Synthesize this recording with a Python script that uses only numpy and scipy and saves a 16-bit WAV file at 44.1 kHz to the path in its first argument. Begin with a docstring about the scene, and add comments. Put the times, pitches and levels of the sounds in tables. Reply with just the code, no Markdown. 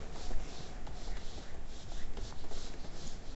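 """Erasing a whiteboard

A felt eraser is wiped back and forth in a small classroom. Friction noise swells and fades with the
speed of the hand: fibres catch and hiss, and the panel rumbles under them. The plastic holder knocks
at the turns, and gripping felt scuffs, squeaks and judders. Beneath it all lie a steady room tone
and moving air that buffets the microphone."""
import sys
import numpy as np
from scipy import signal
from scipy.fft import rfft, irfft
from scipy.io import wavfile
from scipy.ndimage import uniform_filter1d

SR = 44100
rng = np.random.default_rng(int(sys.argv[2]) if len(sys.argv) > 2 else 0)


def generate_wav(signal):
    """Clip the signal to [-1, 1] and save it as 16-bit WAV at the path in sys.argv[1]."""
    frames = np.transpose(np.atleast_2d(signal))
    scaled = np.clip(frames, -1, 1) * 32767
    pcm = np.round(scaled).astype(np.int16)
    wavfile.write(sys.argv[1], SR, pcm)


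N = 147735


def undb(db):
    """Decibels to amplitude ratio."""
    return 10 ** (np.asarray(db) / 20)


def unit(x):
    """Normalise to an rms of 1."""
    return x / np.sqrt(np.mean(x ** 2))


def noise():
    """Gaussian white noise."""
    return rng.standard_normal(N)


def colour(x, points):
    """Spectral shaping by (frequency [Hz], gain [dB]) points; rms 1."""
    hz, db = np.array(points).T
    f = np.maximum(np.arange(N // 2 + 1) * SR / N, 1)
    gain = undb(np.interp(np.log(f), np.log(hz), db))
    return unit(irfft(rfft(x) * gain, N))


def resonance(x, hz, width_hz):
    """Two resonators in cascade give a steep-sided peak; rms 1."""
    b, a = signal.iirpeak(hz, hz / width_hz / np.sqrt(2), SR)
    return unit(signal.lfilter(b, a, signal.lfilter(b, a, x)))


def wander(per_s):
    """Linear interpolation between random values; rms 1."""
    hold = int(SR / per_s)
    steps = np.repeat(rng.standard_normal(N // hold + 1), hold)
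    return unit(uniform_filter1d(steps, hold))[:N]


def swell(t, middle, half):
    """A Gaussian envelope."""
    return np.exp(-((t - middle) / half) ** 2 / 2)


def impact(t, at, decay_s, rise_s=0.00045):
    """A struck body's vibration builds during contact, then decays exponentially."""
    age = np.maximum(t - at, 0)
    return (1 - np.exp(-age / rise_s)) * np.exp(-age / decay_s)


def slips(per_s, spread_db):
    """Microscopic stick-slip: a Poisson train of impulses of random sign and size."""
    impulses = (rng.random(N) < per_s / SR) * np.sign(noise())
    size = np.minimum(rng.exponential(size=N), 2 * np.pi / np.sqrt(2))
    return impulses * undb(spread_db * size)


def wiping(t, turn_drop_db=24, swell_power=2.44, panel_share=0.46):
    """Sliding friction grows with speed: fibres hiss and excite the resonances of pad and panel."""
    # Hand strokes (start [s], fastest [s], end [s], hiss [dB], pad level [dB], pad resonance [Hz],
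    # panel rumble [dB], panel ring [dB])
    strokes = [(-.2, -.06, 0.15, -62.5, -66.5, 4030, -51, -57.5),
               (.092, 0.229, 0.36, -52.5, -56.5, 4290, -53.5, -58),
               (0.365, 0.44, 0.92, -56.5, -71, 5460, -55, -59.5),
               (0.447, 0.573, .74, -63, -56, 4040, -58.5, -68),
               (0.902, 1.043, 1.16, -55, -58.5, 4240, -55, -61.5),
               (1.059, 1.32, 1.59, -57, -58.5, 3870, -58, -72),
               (1.628, 1.79, 1.89, -55, -61, 3840, -64.5, -74.5),
               (1.853, 1.947, 2.1, -54.5, -59, 3580, -60, -72.5),
               (2.139, 2.307, 2.3, -52.5, -57.5, 4120, -56.5, -71),
               (2.32, 2.414, 2.455, -62, -60.5, 3900, -68, -68),
               (2.461, 2.602, 2.77, -51, -56, 4080, -54.5, -68),
               (2.727, 2.845, 2.93, -62.5, -61, 4200, -62.5, -68),
               (2.883, 3.022, 3.233, -52.5, -58, 4400, -55.5, -69),
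               (3.19, 3.302, 3.37, -60, -61.5, 4113, -63, -70)]
    # Spectrum of the fibre hiss (frequency [Hz], relative level [dB])
    felt_spectrum = [(900, -8.5), (1700, -3), (2100, -12), (2450, -11.5), (2900, -4.5), (3400, 3),
                     (4300, -5.5), (5300, 3), (6200, 1.5), (6800, 1), (7400, 0.5), (8000, -2.5)]
    # Response of the panel (frequency [Hz], relative level [dB])
    panel_spectrum = [(60, -10), (150, -3), (260, 0), (320, -2.5), (380, 4), (480, 0.5), (620, -5),
                      (730, -4), (900, -10.5), (1200, -9.5), (1800, -13), (2500, -16), (4000, -22)]
    fibres = colour(slips(per_s=14000, spread_db=3), felt_spectrum)
    pad, hiss_power, rumble_power, ring_power = np.zeros((4, N))
    for start, fastest, end, hiss_db, pad_db, pad_hz, rumble_db, ring_db in strokes:
        rise_s, fall_s = max(fastest - start, 0.01), max(end - fastest, 0.01)
        toward_turn = np.where(t < fastest, (fastest - t) / rise_s, (t - fastest) / fall_s)
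        speed_db = -turn_drop_db * toward_turn ** swell_power
        hiss_power += undb(hiss_db + speed_db) ** 2
        rumble_power += undb(rumble_db + panel_share * speed_db) ** 2
        ring_power += undb(ring_db + panel_share * speed_db) ** 2
        pad += undb(pad_db + speed_db) * resonance(noise(), pad_hz, width_hz=1240)
    hiss = np.sqrt(hiss_power) * fibres
    rumble = np.sqrt(rumble_power) * colour(slips(per_s=770, spread_db=-1), panel_spectrum)
    grip = wander(per_s=70)  # uneven grip: hiss and rumble flutter in opposite directions
    ring = np.sqrt(ring_power) * resonance(noise(), hz=726.3, width_hz=40)
    return (pad + hiss) * undb(0.83 * grip) + rumble * undb(-0.5 * grip) + ring


def classroom(x, t, t60_s=0.44, tail_db=-8.5, delay_s=0.0039):
    """Reverberation: reflections from bare walls add a diffuse, exponentially decaying tail."""
    tail = noise() * undb(-60 * t / t60_s) * (t > delay_s)
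    tail /= np.sqrt(np.sum(tail ** 2))
    return x + undb(tail_db) * signal.fftconvolve(x, tail)[:N]


def room_tone(level_db=-49.5):
    """Stationary background noise, strongest in the bass."""
    # Spectrum of the background (frequency [Hz], relative level [dB])
    spectrum = [(45, 10), (70, 11.5), (100, 2), (170, 1.5), (260, -0.5), (310, -3.5), (380, -5), (550, -8),
                (720, -6.5), (1050, -15.5), (1900, -15.5), (2600, -21), (4000, -25), (8000, -26.5)]
    return undb(level_db) * colour(noise(), spectrum)


def air(t, steady_db=-37.5):
    """Turbulence: slow, largely infrasonic pressure fluctuations buffet the microphone."""
    # Spectrum of the buffeting (frequency [Hz], relative level [dB])
    spectrum = [(2, -27.5), (5, 0.5), (8, 1), (14, -2), (25, -15.5), (35, -15.5), (50, -22.5), (80, -43.5),
                (160, -69.5)]
    # Gusts (centre [s], half length [s], rise above the steady air [dB])
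    gusts = [(0.33, 0.069, 13.5), (1.08, 0.1, 10.5), (2.193, .14, 8), (2.572, 0.061, 4), (3.058, 0.026, 4)]
    gust_db = sum(db * swell(t, at, half) for at, half, db in gusts)
    return colour(noise(), spectrum) * undb(steady_db + gust_db)


def ticks(t):
    """Brief contacts of the holder's edge radiate dry, broadband transients."""
    # Edge contacts (time [s], level [dB], decay time [s])
    contacts = [(0.158, -42.5, 0.0025), (0.399, -47.5, 0.0044), (0.8668, -44, 0.0058),
                (1.169, -42.5, 0.0074), (2.136, -49, 0.0031), (2.17, -43, 0.0075), (2.324, -48, 0.00176),
                (2.511, -62, .004), (2.665, -44, 0.0016), (2.737, -47, .006), (2.8429, -44, 0.002),
                (2.895, -50, .001)]
    # Spectrum of a tick (frequency [Hz], relative level [dB])
    spectrum = [(800, 2.5), (2000, -2.5), (2700, -4), (3400, -3), (5000, -9.5), (8000, -14)]
    tick = colour(noise(), spectrum)
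    return tick * sum(undb(db) * impact(t, at, decay_s) for at, db, decay_s in contacts)


def knocks(t):
    """Impact excitation: the rocking holder clacks as a damped oscillator and the panel thuds."""
    # Blows of the holder (time [s], clack level [dB], pitch [Hz], clack decay [s], thud level [dB])
    blows = [(.162, -38.5, 960, 0.0015, -43.5), (0.306, -44, 375, 0.02, -40.5),
             (.399, -40, 830, 0.0011, -53.5), (0.8729, -32.5, 835, 0.0017, -45.5),
             (1.075, -43, 860, .003, -49.5), (1.377, -36, 765, 0.0018, -45), (1.541, -43, 825, 0.0034, -46),
             (1.9195, -33, 695, 0.0017, -56), (2.172, -39.5, 833, 0.0026, -51.5),
             (2.185, -36.5, 399, 0.0051, -55.5), (2.3252, -25, 980, 0.00057, -61),
             (2.439, -43, 774, 0.0034, -43), (2.5105, -34, 630, 0.0011, -42.5),
             (2.668, -38, 1520, 0.00077, -58.5), (2.738, -46.5, 1665, 0.0039, -47.5),
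             (2.8438, -40.5, 1550, 0.0012, -43)]
    # Spectrum of the struck panel (frequency [Hz], relative level [dB])
    thud_spectrum = [(50, -0.5), (110, -2.5), (250, -1.5), (380, 2), (470, -3), (600, -3.5), (800, -6.5),
                     (1200, -18), (3000, -25.5)]
    thud = colour(noise(), thud_spectrum)
    out = np.zeros(N)
    for at, clack_db, hz, decay_s, thud_db in blows:
        out += undb(clack_db) * np.sin(2 * np.pi * hz * (t - at)) * impact(t, at, decay_s)
        out += undb(thud_db) * thud * impact(t, at, decay_s=0.018, rise_s=0.0005)
    return out


def squeaks(t):
    """Irregular stick-slip of gripping felt: narrow-band noise about a steady or gliding pitch."""
    # Scuffs and squeaks (centre [s], half length [s], pitch [Hz], glide [Hz/s], width [Hz], level [dB])
    scuffs = [(0.337, 0.0071, 1810, 0, 353, -56.5), (.46, 0.064, 2440, 3003, 605, -62.5),
              (.75, 0.028, 1838, 0, 800, -62.5), (0.878, 0.0027, 3430, 0, 348, -58),
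              (1.15, .028, 1930, -2000, 400, -58), (1.483, 0.046, 1746, 3500, 450, -61),
              (2.008, 0.022, 1758, 5501, 340, -56.5), (2.735, 0.0021, 2380, 0, 306, -53.5),
              (3.072, 0.0019, 6600, 4, 405, -45), (3.078, 0.00086, 6800, 0, 1180, -44)]
    out = np.zeros(N)
    for at, half, hz, glide, width_hz, db in scuffs:
        lowpass = signal.butter(2, width_hz / 2, fs=SR, output="sos")
        wobble = signal.sosfilt(lowpass, noise() + 1j * noise())
        cycles = (hz + glide * (t - at) / 2) * (t - at)
        band = unit(np.real(wobble * np.exp(2j * np.pi * cycles)))
        out += undb(db) * swell(t, at, half) * band
    return out


def judders(t):
    """Friction-induced vibration: the gripping pad shakes for a few low, unsteady cycles."""
    # Shakes of the pad (centre [s], half length [s], pitch [Hz], level [dB])
    shakes = [(.6, .015, 168, -51), (.895, 0.012, 133, -51), (1.858, 0.029, 102, -52),
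              (2.248, 0.022, 91, -46.5), (3.051, 0.017, 139, -50.5), (3.073, 0.0067, 213.3, -45.5)]
    out = np.zeros(N)
    for at, half, hz, db in shakes:
        phase = 2 * np.pi * hz * (t - at) + wander(per_s=60)
        out += undb(db) * swell(t, at, half) * unit(np.sin(phase))
    return out


def scene():
    """Superposition of the reverberant eraser, room tone and moving air, in mono."""
    t = np.arange(N) / SR
    eraser = wiping(t) + knocks(t) + ticks(t) + squeaks(t) + judders(t)
    return (classroom(eraser, t) + room_tone() + air(t))[None]


def record(dry, fade_s=0.004, top_hz=7550, stop_hz=8750, stop_db=-55):
    """Band limiting: a steep low-pass removes the top treble; both ends fade briefly."""
    t = np.arange(N) / SR
    fade = np.sin(np.pi / 2 * np.clip(np.minimum(t, t[-1] - t) / fade_s, 0, 1)) ** 2
    f = np.arange(N + 1) * SR / (2 * N)
    transition = np.clip((f - top_hz) / (stop_hz - top_hz), 0, 2)
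    lowpass = undb(stop_db * transition ** 1.3)
    return irfft(rfft(dry * fade, 2 * N) * lowpass, 2 * N)[:, :N]


dry = scene()
out = record(dry)
generate_wav(out)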